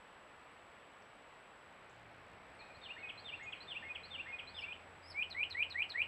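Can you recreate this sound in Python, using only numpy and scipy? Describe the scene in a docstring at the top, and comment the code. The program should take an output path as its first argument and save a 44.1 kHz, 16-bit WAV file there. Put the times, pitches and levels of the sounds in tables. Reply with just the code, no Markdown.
"""In a wood, heard through a trail camera, a wren rolls one phrase over and over,
then a nearer cardinal gives loud rising whoops. Each bird is a gliding near sine with faint overtones.
The wren and cardinal echo off ground and trunks, all song scatters, and small birds add thin chips and lisps.
Far traffic is shaped noise, with wandering engine tones once night gives way to morning.
The camera adds a faint whine with ticks and hiss."""
import sys
import numpy as np
from scipy import signal
from scipy.fft import rfft, irfft, next_fast_len
from scipy.io import wavfile

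SR = 44100
rng = np.random.default_rng(int(sys.argv[2]) if len(sys.argv) > 2 else 0)


def to_wav(s):
    """Save 16-bit WAV."""
    ch = np.atleast_2d(s).T  # columns
    pcm = np.round(np.clip(ch, -1, 1) * 32767)  # PCM
    wavfile.write(sys.argv[1], SR, pcm.astype(np.int16))


N = 267687
TIME = np.arange(N) / SR


def from_db(db):
    """Decibels to gain."""
    return 10 ** (np.asarray(db) / 20)


def rms_one(x):
    """Scale to rms 1."""
    return x / np.sqrt(np.mean(x ** 2) + 1e-20)


def along(rows, t):
    """Each column of a curve, read at the times t."""
    seconds, *columns = np.transpose(rows)
    seconds = np.maximum.accumulate(seconds)
    return [np.interp(t, seconds, column) for column in columns]


def at_hz(points, hz):
    """The dB of a spectrum at the given pitches, read on a log-frequency axis."""
    point_hz, db = np.transpose(points)
    return np.interp(np.log(hz + 1e-6), np.log(point_hz), db)


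def coloured_noise(spectrum, size=N):
    """Random noise of rms 1, filtered to the shape of the given spectrum."""
    padded = next_fast_len(size)
    hz = np.arange(padded // 2 + 1) * SR / padded
    white = rfft(rng.standard_normal(padded))
    shaped = irfft(white * from_db(at_hz(spectrum, hz)), padded)
    return rms_one(shaped[:size])


def drift(rate):
    """Slow random wander of rms 1, heading for a new value rate times a second."""
    knots = rng.standard_normal(8192)
    return rms_one(np.interp(TIME * rate, np.arange(len(knots)), knots))


def note_time(length):
    """The sample times of one note."""
    return np.arange(max(int(length * SR), 8)) / SR


def slide(length, from_hz, to_hz, middle_s, slide_s, peak_db, peak_s, ends_db):
    """Pitch and level of a note that eases from one pitch towards another and swells once."""
    t = note_time(length)
    progress = (1 + np.tanh((t - middle_s) / slide_s)) / 2
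    hz = from_hz + (to_hz - from_hz) * progress
    away_from_peak = np.interp(t, [0, peak_s, length], [1, 0, 1])
    return hz, peak_db - ends_db * away_from_peak ** 2


# The notes of the wren's phrase. Each row: start in seconds into the unstretched phrase, length in seconds,
# from pitch in Hz, to pitch in Hz (both before the repeat's pitch ratio), middle of the slide in seconds,
# slide time in seconds, peak level in dB before the repeat's gain and soft start, time of the peak in seconds,
# and how far the ends lie below the peak in dB.
WREN_PHRASE = [ (.003, 0.039, 4028, 4800, 0.023, .011, -52.5, 0.0025, 16),
               (0.074, 0.061, 3626, 2653, 0.041, 0.016, -45.5, 0.047, 2),
               (0.146, 0.039, 2340, 2794, 0.019, 0.0075, -41.5, 0.019, 7.5),
               (0.224, .068, 1773, 2165, .013, 0.0074, -43.5, 0.034, 6.5),
               (.289, .047, 2520, 2465, .008, .014, -39, .021, 12),
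               (.350, 0.025, 3564, 2170, 0.011, .009, -43, .014, 6)]
# The wren's repeats. Each row: start in seconds, stretch of the note spacing, gain in dB, pitch ratio.
WREN_REPEATS = [(2.742, 0.99, -2, 1.014), (3.172, 1.0, -1.5, 1.0), (3.601, .994, -0.5, .998),
                (4.03, 1.018, -0.5, .996), (4.469, 1.015, -0.5, 0.99)]
WREN_STOP_S = 4.66  # no note starts after this
WARM_UP_DB, WARM_UP_S = 10.5, 0.068  # how soft the song starts, and how quickly that wears off


def wren_notes():
    """The phrase rolls round, soft at first, and breaks off half way through the last repeat."""
    for phrase_s, stretch, gain_db, ratio in WREN_REPEATS:
        for offset, *shape in WREN_PHRASE:
            start = phrase_s + stretch * offset
            if start < WREN_STOP_S:
                hz, level_db = slide(*shape)
                soft_db = WARM_UP_DB * np.exp(-(start - WREN_REPEATS[0][0]) / WARM_UP_S)
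                yield start, hz * ratio, level_db + gain_db - soft_db


KNEE_HZ, SWEEP_EASE = 2500, 1.22  # where the sweep ends, and the bend of its path
JUMP_S, JUMP_EASE = .0122, .75
# a whoop that starts at the usual pitch tops out at TOP_HZ; one that starts higher ends higher
TOP_HZ, TOP_FOLLOWS, USUAL_START_HZ = 3070, .25, 1850
SWELL_DB, SWELL_EASE = 12.5, 1.7


def whoop(start_hz, sweep_s, peak_db):
    """Pitch and level of a whoop: a swelling upward sweep to a knee, then a quick jump to the top."""
    t = note_time(sweep_s + JUMP_S)
    to_go = np.clip(1 - t / sweep_s, 0, 1)
    jump = np.clip((t - sweep_s) / JUMP_S, 0, 1)
    top_hz = TOP_HZ + TOP_FOLLOWS * (start_hz - USUAL_START_HZ)
    sweep_hz = KNEE_HZ - (KNEE_HZ - start_hz) * to_go ** SWEEP_EASE
    hz = sweep_hz + (top_hz - KNEE_HZ) * jump ** JUMP_EASE
    return hz, peak_db - SWELL_DB * to_go ** SWELL_EASE


# The microphone's response, with a hollow near 6 kHz; it weighs the flicks and the overtones.
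# Each row: frequency in Hz, response in dB.
MICROPHONE = [(3000, 0.5), (4200, -5), (5200, -20), (6500, -31.5), (8200, -21.5), (10000, -6.5),
              (13000, -2), (18000, -61)]
FLICK_S, FLICK_FROM_HZ, SHELF_HZ, PLUNGE_S, DROOP_HZ = .034, 7300, 4114, .0036, 970
FLICK_DB, FLICK_FADE_DB = -43, 10  # level before the microphone and lead-in gain, and fade by the end


def flick(droop_power=6.0):
    """Pitch and level of a flick: it plunges to a shelf, then droops and fades.

    Its high start is faint in the microphone's hollow."""
    t = note_time(FLICK_S)
    plunge = np.exp(-t / PLUNGE_S)
    droop = (t / FLICK_S) ** droop_power
    hz = SHELF_HZ + (FLICK_FROM_HZ - SHELF_HZ) * plunge - DROOP_HZ * droop
    return hz, FLICK_DB - FLICK_FADE_DB * droop + at_hz(MICROPHONE, hz)


# The cardinal's syllables. Each row: whoop start in seconds, start pitch in Hz, sweep length in seconds,
# whoop level in dB, kind of lead-in, lead-in gain in dB. 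Each whoop starts deeper than the last.
SYLLABLES = [ (4.65, 2230, 0.07, -45, "arch", -9.5), (5.143, 2117, 0.078, -36.5, "arch", -1.5),
             (5.3458, 1930, 0.082, -35, "flick", -0.5), (5.5453, 1872, 0.077, -34, "flick", 2.5),
             (5.744, 1758, 0.074, -34.5, "flick", -0.5), (5.9395, 1690, 0.075, -34, "flick", 2)]
# The thin arched lead-in. Each row: seconds into the note, pitch in Hz, level in dB before the lead-in gain.
ARCH = [(0, 4920, -67.5), (.022, 4860, -59), (.068, 5430, -63), (.077, 5260, -51.5), (.096, 4260, -56),
        (.102, 3850, -60.5)]
LEAD_GAP_S = 0.014  # silence between lead-in and whoop


def cardinal_notes():
    """Each syllable is a high lead-in, a short gap and a whoop."""
    for start, start_hz, sweep_s, peak_db, lead_in, lead_db in SYLLABLES:
        if lead_in == "flick":
            hz, level_db = flick()
        else:
            hz, level_db = along(ARCH, note_time(ARCH[-1][0]))
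        yield start - LEAD_GAP_S - len(hz) / SR, hz, level_db + lead_db
        yield start, *whoop(start_hz, sweep_s, peak_db)


# Small birds' chips and soft whistles. Each row: start in seconds, length in seconds, from pitch in Hz,
# to pitch in Hz, middle of the slide in seconds, slide time in seconds, peak level in dB,
# time of the peak in seconds, and how far the ends lie below the peak in dB.
CHIPS = [(1.020, .010, 7000, 4180, .004, .005, -72, .004, 4),
         (1.892, .020, 4700, 7700, 0.0046, 0.0043, -71, .006, 8),
         (2.59, 0.049, 2340, 2515, 0.022, 0.0067, -58.5, .018, 1),
         (2.697, .035, 2420, 2490, 0.02, .006, -59.5, 0.023, 1),
         (3.429, 0.025, 5800, 6870, .001, 0.004, -66.5, .005, 8)]
# A far bird's falling lisp: the same columns without the start; its peak level is before the gain below.
LISP = (.040, 4400, 3550, .025, .012, -63, .015, 10)
# When it lisps. 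Each row: start in seconds, gain in dB.
LISPS = [(2.589, 3.5), (2.822, 1.5), (2.982, -4), (3.357, -9), (3.549, -8)]


def small_bird_notes():
    """Single chips and soft whistles, and one lisp repeated."""
    for start, *shape in CHIPS:
        yield start, *slide(*shape)
    hz, level_db = slide(*LISP)
    for start, gain_db in LISPS:
        yield start, hz, level_db + gain_db


# Faint overtones of a whistle. Each row: multiple of the pitch,
# level in dB against the fundamental before the microphone's response.
OVERTONES = [(2, -33.5), (3, -43), (4, -50), (5, -51.5)]


def whistles(notes, overtones, waver=0.0018, flutter_db=1.0, edge_s=0.0016):
    """The syrinx gives a near sine that follows each note's pitch and level, never quite steady."""
    out = np.zeros(N)
    unsteady = 1 + waver * drift(250)
    flutter = flutter_db * drift(140)
    for start, hz, level_db in notes:
        t = np.arange(len(hz)) / SR
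        span = np.minimum(round(start * SR) + np.arange(len(hz)), N - 1)
        phase = 2 * np.pi * np.cumsum(hz * unsteady[span]) / SR
        tone = np.sin(phase)
        for multiple, overtone_db in overtones:
            k = round(multiple)
            # overtones stand out where the microphone hears them better than the fundamental
            favour_db = at_hz(MICROPHONE, k * hz) - at_hz(MICROPHONE, hz)
            tone += from_db(overtone_db + favour_db) * np.sin(k * phase)
        opening = np.clip(np.minimum(t, t[-1] - t) / edge_s, 0, 1)
        out[span] += tone * opening * from_db(level_db + flutter[span])
    return out


# First reflections, off the ground and near trunks. Each row: delay in seconds, level in dB.
CARDINAL_ECHOES = [(.00262, -3.2), (.00417, -4.8), (.01016, -14), (.01265, -15.8)]
WREN_ECHOES = [(.0007, -6), (.0089, -12)]
# Colour of the scatter among the trees. 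Each row: frequency in Hz, relative level in dB.
SCATTER = [(1500, 0.5), (2500, 2), (4000, 1.5), (7000, -0.5), (12000, 2)]
THICKET_T60_S = 0.067  # time for the thicket's decay curve to fall by 60 dB


def wood(song, echoes, thicket_db, trees_db, trees_t60, thicket_build_s=0.022, trees_build_s=0.013):
    """Early echoes beat against fast glides; a quick scatter from the thicket and a long one from trees follow."""
    t = TIME[:SR]
    response = np.zeros(SR)
    thicket = (thicket_db, THICKET_T60_S, thicket_build_s)
    trees = (trees_db, trees_t60, trees_build_s)
    for level_db, t60, build_s in (thicket, trees):
        decay = from_db(-60 * t / t60)
        build_up = 1 - np.exp(-t / build_s)
        tail = coloured_noise(SCATTER, size=SR) * decay * build_up
        response += from_db(level_db) * tail / np.linalg.norm(tail)
    response[0] += 1  # the direct sound
    for delay, level_db in echoes:
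        response[round(delay * SR)] += from_db(level_db)
    return signal.fftconvolve(song, response)[:N]


# Colour of the far traffic by night and by morning. Each row: frequency in Hz, relative level in dB per Hz.
NIGHT_AIR = [(15, -53), (25, -13.5), (76, -5.5), (111, -8), (202, -6.5), (337, -6.5), (361, -6),
             (461, -3.5), (550, -2.5), (602, -1.5), (981, -3), (1070, -1.5), (2670, -9), (5090, -27.5),
             (6620, -42), (11200, -120)]
MORNING_AIR = [(15, -46), (25, -14.5), (97, -3.5), (119, -9.5), (142, -6.5), (173, -7), (236, -9.5),
               (361, -8.5), (403, -8), (504, -5.5), (821, -4.5), (1030, -6.5), (2290, -9.5), (5090, -30),
               (6620, -44.5), (11200, -120)]
NIGHT_DB, MORNING_DB = -60, -57.5  # levels before the swell
# Night gives way to morning. Each row: time in seconds, morning's share from 0 to 1.
DAWN = [(1.5, 0), (2.0, 1)]
# Slow swell of the rush. 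Each row: time in seconds, gain in dB.
SWELL = [(0, 0.9), (.6, 1.1), (1.3, 0.96), (2.0, -0.95), (2.6, 0.1), (3.5, 0), (4.3, 0.5), (5.0, -.5),
         (6.0, 0)]


def traffic():
    """A smooth far rush: noise that crossfades from night's colour to morning's, fuller in the bass."""
    morning = np.clip(along(DAWN, TIME)[0], 0, 1)
    night_air = np.sqrt(1 - morning) * from_db(NIGHT_DB) * coloured_noise(NIGHT_AIR)
    morning_air = np.sqrt(morning) * from_db(MORNING_DB) * coloured_noise(MORNING_AIR)
    return (night_air + morning_air) * from_db(along(SWELL, TIME)[0])


# The nearest engine. Each row: time in seconds, pitch in Hz before the wander, level in dB before the fading.
NEAR_DRONE = [(3.7, 80.1, -78), (3.78, 85, -83), (3.86, 84.7, -58), (3.92, 85.4, -73.5),
              (5.83, 84.84, -62.5), (5.88, 85.4, -74.5), (6.05, 87.2, -64)]
# Two fainter engine tones, each a list of rows with the same columns.
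FAR_DRONES = [
    [(1.75, 117.7, -76), (2.0, 115.2, -68.5), (3.0, 110.3, -89.5), (3.45, 115.5, -73), (3.8, 112, -92.5),
     (6.0, 109.8, -84)],
    [(1.8, 178.6, -75.5), (2.9, 180, -83.5), (3.6, 178, -97)],
]


def engines(wander=.008, fading_db=1.6, arrival_s=0.3):
    """Only the firing tone of each engine carries this far, fading in and out on the way."""
    out = np.zeros(N)
    for drone in [NEAR_DRONE] + FAR_DRONES:
        hz, level_db = along(drone, TIME)
        phase = 2 * np.pi * np.cumsum(hz * (1 + wander * drift(6.4))) / SR
        arrived = np.clip((TIME - drone[0][0]) / arrival_s, 0, 1)
        gain = from_db(level_db + fading_db * drift(11.0))
        out += np.sqrt(2) * np.sin(phase) * arrived * gain
    return out


WHINE_HZ, FRAME_HZ, FIRST_FRAME_S = 7796.5, 59.4, .0106  # the whine's pitch holds between stumbles
# The camera's whine. Each row: time in seconds, level in dB before the pulsing.
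WHINE = [(0, -79.5), (1.6, -79), (2.1, -87), (2.6, -78.5), (6.0, -77.5)]
# When the whine's pitch stumbles. Each row: middle in seconds, length in seconds.
STUMBLES = [(0.527, 0.03), (1.156, 0.023), (1.411, .022), (2.56, 0.037)]
# for a moment the whine pulses with the frames: the middle, and the spread to either side
PULSING_S, PULSING_SPREAD_S = 2.13, 0.34
# Colour of the preamplifier's hiss. Each row: frequency in Hz, relative level in dB per Hz.
HISS = [(5000, -5), (11700, -3.5), (12300, -8.5), (16000, -23.5)]
HISS_DB = -88.5


def camera(stumble_hz=220, scatter_hz=190, jitter_s=.00004, tick_db=-57, tick_low_hz=5500,
           tick_high_hz=9000, pulse_db=8):
    """A thin electronic whine ticks and flips its sign on every frame, over the preamplifier's hiss."""
    frame_time = TIME - FIRST_FRAME_S
    flips = np.sign(np.sin(np.pi * FRAME_HZ * (frame_time + jitter_s * drift(85))))
    stumbling = sum(np.abs(TIME - s) < length / 2 for s, length in STUMBLES)
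    hz = WHINE_HZ + stumbling * (stumble_hz + scatter_hz * drift(300))
    whine = np.sqrt(2) * np.sin(2 * np.pi * np.cumsum(hz) / SR) * flips

    near_flip = np.cos(np.pi * FRAME_HZ * frame_time) ** 10
    pulsing = np.exp(-((TIME - PULSING_S) / PULSING_SPREAD_S) ** 2)
    whine = whine * from_db(pulse_db * near_flip * pulsing)

    switches = np.diff(flips, prepend=flips[0]) / 2
    tick_band = signal.butter(2, [tick_low_hz, tick_high_hz], "band", fs=SR, output="sos")
    ticks = signal.sosfilt(tick_band, switches)
    hiss = from_db(HISS_DB) * coloured_noise(HISS)
    return from_db(along(WHINE, TIME)[0]) * whine + from_db(tick_db) * ticks + hiss


def scene():
    """The farther a bird sits, the more long echo its song has; the rest lies under them, in mono."""
    wren = wood(whistles(wren_notes(), OVERTONES), WREN_ECHOES,
                thicket_db=-8, trees_db=-7.5, trees_t60=0.65)
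    cardinal = wood(whistles(cardinal_notes(), OVERTONES), CARDINAL_ECHOES,
                    thicket_db=-5, trees_db=-10.5, trees_t60=0.35)
    small_birds = wood(whistles(small_bird_notes(), []), [],
                       thicket_db=-6, trees_db=-3.5, trees_t60=0.45)
    return (wren + cardinal + small_birds + traffic() + engines() + camera())[None]


CUTOFF_HZ = 15700


def record(dry):
    """A steep low-pass filter cuts the top."""
    low_pass = signal.ellip(10, .1, 80, CUTOFF_HZ, fs=SR, output="sos")
    return signal.sosfilt(low_pass, dry)


dry = scene()
out = record(dry)
to_wav(out)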